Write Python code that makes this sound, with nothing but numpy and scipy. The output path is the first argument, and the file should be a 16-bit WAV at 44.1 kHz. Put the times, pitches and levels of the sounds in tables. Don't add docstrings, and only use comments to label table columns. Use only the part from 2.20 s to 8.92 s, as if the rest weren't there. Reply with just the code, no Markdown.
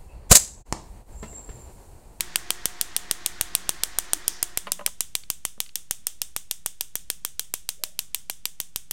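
import sys
import numpy as np
from scipy import signal
from scipy.fft import rfft, irfft
from scipy.io import wavfile

SR = 44100
rng = np.random.default_rng(int(sys.argv[2]) if len(sys.argv) > 2 else 0)


def transcribe(u):
    v = np.clip(np.atleast_2d(u).T, -1, 1)
    q = np.round(v * 32767).astype(np.int16)
    wavfile.write(sys.argv[1], SR, q)


N = 296352
TIME = np.arange(N) / SR


def gain_of(db):
    return 10 ** (np.asarray(db) / 20)


def evened(x):
    return x / np.sqrt(np.mean(x ** 2) + 1e-20)


def faded(x):
    return x * np.minimum(np.linspace(2, 0, len(x)), 1) ** 4


def read(points, hz, axis=1):
    columns = np.transpose(points)
    return np.interp(np.log(hz + 1), np.log(columns[0] + 1), columns[axis])


def follow(points, s):
    times, *columns = np.transpose(points)
    return [np.interp(s, times, c) for c in columns]


def add(mix, s, sound):
    part = mix[round(s * SR):][:len(sound)]
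    part += sound[:len(part)]


def causal(db):
    log_gain = np.log(gain_of(np.r_[db, db[-2:0:-1]]))
    return np.exp(np.conj(signal.hilbert(log_gain)))[:len(db)]


def coloured(x, points):
    hz = np.fft.rfftfreq(len(x), 1 / SR)
    return irfft(rfft(x) * causal(read(points, hz)), len(x))


def wander(rate_hz):
    hz = np.fft.rfftfreq(N, 1 / SR)
    return evened(irfft(rfft(rng.standard_normal(N)) / (1 + (hz / rate_hz) ** 4), N))


def wavering(hz, sway_hz, rate_hz):
    pitch_hz = hz + sway_hz * wander(rate_hz)
    return np.sin(2 * np.pi * np.cumsum(pitch_hz) / SR)


def scatter(delay, t60, size=4096):
    t = np.arange(size) / SR - delay
    echoes = rng.standard_normal(size) * (t > 0) * gain_of(-60 * abs(t) / t60)
    return echoes / np.linalg.norm(echoes)


def background():
    # pitch_hz, relative density_db [dB per Hz]
    floor = [(15, -1), (45, 2), (64, 0), (110, -10.5), (170, -8), (250, -16), (330, -19), (900, -29.5),
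             (3000, -24.5), (8000, -30), (16000, -48)]
    # time_s, level_db [rms, before its random drift]
    rumble_curve = [(0, -53), (.3, -53.5), (1, -53), (1.9, -57.5), (2.3, -57), (3.3, -57.5), (6.7, -60.5)]
    # time_s, level_db [peak]
    drone_curve = [(0, -87), (4.5, -78), (5, -68), (6.7, -69)]
    noise = evened(coloured(rng.standard_normal(N), floor))
    rumble = noise * gain_of(follow(rumble_curve, TIME)[0] + 0.94 * wander(1.4))
    drone = gain_of(follow(drone_curve, TIME)[0]) * wavering(167, sway_hz=10.2, rate_hz=73.5)
    return rumble + drone


def motor():
    # pitch_hz, relative density_db [dB per Hz]
    whirr = [(25, 13), (40, 6), (60, -11), (120, -17.5), (350, 2.5), (520, -4.5), (1100, 0.5), (1850, 4),
             (2650, -3.5), (3200, -2), (4500, -3), (7000, -6.5), (9500, -20), (15000, -28)]
    # pitch_hz, level_db [rms, before random drift], sway_hz [rms]
    tone_list = [(41.3, -59.5, 3.4), (187, -67, 3.3), (349, -62.5, 8.16), (717, -63, 5), (907, -67, 2.2),
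                 (1080, -66.5, 4.4), (1660, -71.5, 7.7), (1883, -63, 2.26)]
    air_db = -46.5
    off_s, rundown_s = 1.98, 1.29
    sound = gain_of(air_db) * evened(coloured(rng.standard_normal(N), whirr))
    for hz, db, sway in tone_list:
        level = gain_of(db + 2.7 * wander(4.7)) * np.sqrt(2)
        sound += level * wavering(hz, sway_hz=sway, rate_hz=10.46)
    running_db = -60 * (np.maximum(TIME - off_s, 0) / rundown_s) ** 2
    return sound * gain_of(running_db)


def creak():
    start_s, length_s, level_db = 5.57, 0.23, -63
    start_hz, end_hz, rise_s = 394, 635, 0.033
    t = np.clip(TIME - start_s, 0, length_s)
    hz = end_hz + (start_hz - end_hz) * np.exp(-t / rise_s)
    swell = np.sin(np.pi * np.sqrt(t / length_s))
    roughness = 1 + 1.2 * wander(70)
    return gain_of(level_db) * swell * roughness * wavering(hz, sway_hz=29.8, rate_hz=99)


def hand():
    # start_s, length_s, centre_hz, width_hz, level_db [rms]
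    rustles = [(1.928, 0.083, 316, 25, -51.5), (2.072, 0.19, 5600, 2030, -48.5),
               (2.43, 0.32, 193, 25, -58.5)]
    out, hz = np.zeros(N), np.fft.rfftfreq(SR, 1 / SR)
    for s, length, centre_hz, width_hz, db in rustles:
        band = 1 / (1 + (2 * (hz - centre_hz) / width_hz) ** 2)
        noise = irfft(rfft(rng.standard_normal(SR)) * band)[:round(length * SR)]
        swell = np.sin(np.pi * np.linspace(0, 1, len(noise)) ** 0.37)
        add(out, s, gain_of(db) * evened(noise * swell))
    return out


def lamp():
    # start_s, relative level_db, treble tilt_db [per octave], free [factor on ring times]
    knocks = [(2.47, -37, 0.5, 1), (2.593, -39.5, -5.5, 0.61), (2.610, -41.5, -6, 0.8),
              (2.674, -42, 2, 0.51), (3.036, -70, 17, .25), (3.378, -54, -12.5, 0.24),
              (3.462, -72, 18, 0.25), (3.492, -72.5, 17.5, 0.25)]
    # pitch_hz, relative level_db, t60_s [before the factor above]
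    modes = [(209, -14, 0.3), (436, -8, 0.18), (579, 4, 0.14), (680, 2, 0.1), (1003, 2, 0.21),
             (1050, 9.5, 0.071), (1240, 11, 0.059), (1690, -8, 0.07), (1990, 1, .045), (2300, -4, 0.065),
             (2840, 6, .04), (3100, 4, .045), (3710, -2, 0.046), (4500, 2, 0.041)]
    out, t = np.zeros(N), np.arange(SR // 3) / SR
    for s, db, tilt_db, free in knocks:
        ring = np.zeros(len(t))
        for k, (hz, mode_db, t60) in enumerate(modes):
            sign = (-1) ** k
            decay_db = mode_db + tilt_db * np.log2(hz / 1000) - 60 * t / (t60 * free)
            ring += sign * gain_of(decay_db) * np.sin(2 * np.pi * hz * t)
        rattle = coloured(scatter(0, 0.075 * free), [
            (100, -19 - 2 * tilt_db), (800, 9.5), (2800, 2.5 + 1.25 * tilt_db),
            (6000, -20 + 2 * tilt_db), (10500, -13), (15000, -29)])
        add(out, s, gain_of(db - 7) * ring)
        add(out, s, gain_of(db + 30.5) * faded(rattle))
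    return out


def room(s, size=16384):
    # pitch_hz, level_db, t60_s
    room_tail = [(152, -26.5, 0.48), (1190, -19, 0.29), (2420, -14.5, 0.26), (3600, -6, 0.3),
                 (4080, -15.5, 0.24), (6100, -6, 0.31), (7500, -4.5, 0.27), (8940, -4, 0.27),
                 (11150, -12, 0.26), (15500, -15.5, 0.21)]
    # time_s, delay_ms, level_db [before the room's colour]
    wall_path = [(0, 10.4, -2), (2.1, 11.9, -0.5), (2.5, 12, 1), (3.1, 11.9, -4.5), (6.7, 12, 1)]
    hz, t, z = signal.stft(rng.standard_normal(size), SR, nperseg=256)
    t60 = np.maximum(read(room_tail, hz, axis=2), .02)[:, None]
    z *= gain_of(-60 * t / t60) * np.sqrt(2 * np.log(10 ** 3) / (t60 * SR))
    tail = signal.istft(z, SR, nperseg=256)[1][:size]
    tail *= np.minimum(np.arange(size) / SR / 0.017, 1)
    delay_ms, wall_db = follow(wall_path, s)
    wall = coloured(scatter(delay_ms / 10 ** 3, 0.016), [(3500, -12.5), (6500, 0), (9000, -6), (12000, -11.0)])
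    add(tail, 0, gain_of(wall_db) * wall)
    return faded(coloured(tail, room_tail))


def snap(s, crack_db, thump_db, bite_db, dip_hz, ripple, size=2048):
    # pitch_hz, relative level_db
    crack = [(40, 3.5), (200, 1.5), (1000, 3), (1700, 2), (2350, 1), (3100, 0), (4500, 0), (6000, 1),
             (8000, 1.5), (9900, -3), (11500, 4), (13700, 1.5), (14700, -24), (16000, -12.5)]
    # time_s, ring_db [before a 1 dB cut],
    # treble_db [at 12.7 kHz]
    aim = [(0, 13.5, -1), (1.7, 12, -2.5), (2.6, 10.5, -2), (3.7, 6, -3.5), (4.7, 11, 2), (5.3, 9.5, -2),
           (6.0, 3, 2.5), (6.7, 9, 4)]
    # time_s, delay_ms, level_db [before bass and top losses]
    tray = [(0, 1.1, -30), (2.2, 1.42, -8.5), (3.5, 1.06, -26), (6.7, 1.27, -11)]
    # pitch_hz, damping [ratio]
    smear_bands = [(9160, 0.21), (4036, 0.24)]
    ring_hz, ring_width_hz = 9025, 370
    dip_db, dip_width_hz = -7.5, 303
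    ripple_db, ripple_step_hz = 2.53, 400.8

    hz = np.fft.rfftfreq(size, 1 / SR)
    ring_db, treble_db = follow(aim, s)
    thump = thump_db / (1 + (hz / 2050) ** 8)
    bite = bite_db / (1 + ((hz - 3600) / 1450) ** 4)
    top = treble_db / (1 + ((hz - 12700) / 1900) ** 4)
    resonance = 1 / (1 + ((hz - ring_hz) / ring_width_hz) ** 2) ** 3
    ring = 10 * np.log10(1 + gain_of(ring_db - 1.0) ** 2 * resonance)
    dip = dip_db / (1 + ((hz - dip_hz) / dip_width_hz) ** 2)
    kinks = ripple_db * np.interp(hz / ripple_step_hz, np.arange(len(ripple)), ripple)
    z = causal(crack_db + read(crack, hz) + thump + bite + top + ring + dip + kinks)
    delay_ms, tray_db = follow(tray, s)
    mirror = hz / (hz + 1000) / (1 + (hz / 9500) ** 4)
    z *= 1 + gain_of(tray_db) * mirror * np.exp(-2j * np.pi * hz * delay_ms / 10 ** 3)
    smear = np.ones(len(hz), complex)
    for smear_hz, damping in smear_bands:
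        smear *= 1 - (hz / smear_hz) ** 2 + 1j * damping * hz / smear_hz
    return irfft(z * np.conj(smear) / smear)


def coil():
    # start_s, crack_db, thump_db [low end],
    # bite_db [near 3.5 kHz]; thump and bite relative to the crack
    sparks = [(0.0076, 8.1, -8.5, 1.5), (0.1584, 10, -7, 4.5), (0.3054, 8.5, -5.5, 5),
              (0.4564, 11, -5.5, -3), (0.6125, 11.5, -11, -1.5), (0.7648, 9, -12, 0),
              (0.912, 10.3, -4, 1.5), (1.0617, 10, -14, -2.5), (1.2113, 12.5, -8.5, -4.5),
              (1.3513, 12.5, -8, 0), (1.4926, 10, -4, 0), (1.6355, 11, -7, 0.5), (1.7867, 12, -6.5, -8.5),
              (1.9336, 11, -5, -3.5), (2.0803, 11.5, -10, -5), (2.2285, 10.5, -10.5, -6),
              (2.3744, 10, -10.5, -5), (2.5195, 11.5, -9, -5.5), (2.6631, 12, -12, 0),
              (2.8069, 10.5, -11, -6.5), (2.9527, 8, -9.5, 4), (3.102, 8.5, -8, -5),
              (3.2519, 6, -8.5, -6.5), (3.4034, 6, -10, 3), (3.5564, 4, -19.5, -2.5),
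              (3.7101, 10, -9, -11.5), (3.869, 8.5, -14.5, -11), (4.0176, 5.5, -13, 0),
              (4.1639, 4.5, -3, -7), (4.3119, 4.5, -12, 2.5), (4.4613, 6, -5, -13),
              (4.6095, 3.5, -11.5, 1.5), (4.755, 3.5, -6, -10), (4.9017, 4, -8.5, 1.5),
              (5.0498, 3.5, -9, -3), (5.195, 5, -12.5, 1.5), (5.3395, 7, -7, -10.5), (5.4905, 4, -8, 1.5),
              (5.6374, 4.5, -8, 3), (5.7914, 3.5, -11, 3.5), (5.9465, 4, -16.5, 2.5),
              (6.0986, 0, -2.5, -1.5), (6.2552, 0.5, -6.5, 9), (6.402, 1, -5, -0.5), (6.5602, 0, -4.5, 4),
              (6.711, 0.5, -7, 2)]
    # pitch_hz, relative level_db
    clutter_colour = [(200, -18), (2000, -17.5), (2900, -5), (3350, -0.5), (4000, -13), (6000, -5.5),
                      (9000, -5.5), (12500, -13), (15500, -8.5)]
    clutter_db, room_db, echo_share = 3.0, -0.5, 0.27
    dip_low_hz, dip_high_hz = 2390, 5790
    out = np.zeros(N)
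    first, second = (scatter(.0003, 0.032) + gain_of(-23) * scatter(0.0076, 0.017) for _ in range(2))
    for s, crack_db, thump_db, bite_db in sparks:
        dip_hz = rng.choice([dip_low_hz, dip_high_hz]) * np.exp(.08 * rng.standard_normal())
        ripple = rng.standard_normal(size=40)
        add(out, s, faded(snap(s, crack_db, thump_db, bite_db, dip_hz, ripple)))
        turn = 2 * s
        clutter = np.cos(turn) * first + np.sin(turn) * second
        echo_db = echo_share * crack_db
        add(out, s, gain_of(clutter_db + echo_db) * faded(coloured(clutter, clutter_colour)))
        add(out, s, gain_of(room_db + echo_db) * room(s))
    return out


def scene():
    return (coil() + lamp() + hand() + creak() + motor() + background())[None]


def record(dry):
    ceiling, edge_hz = 0.95, 16150
    rounded = ceiling * np.tanh(dry / ceiling)
    low_pass = signal.firwin(255, edge_hz, window=("kaiser", 8), fs=SR)
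    return signal.oaconvolve(rounded, low_pass[None], "same") + .0098


dry = scene()
out = record(dry)
transcribe(out)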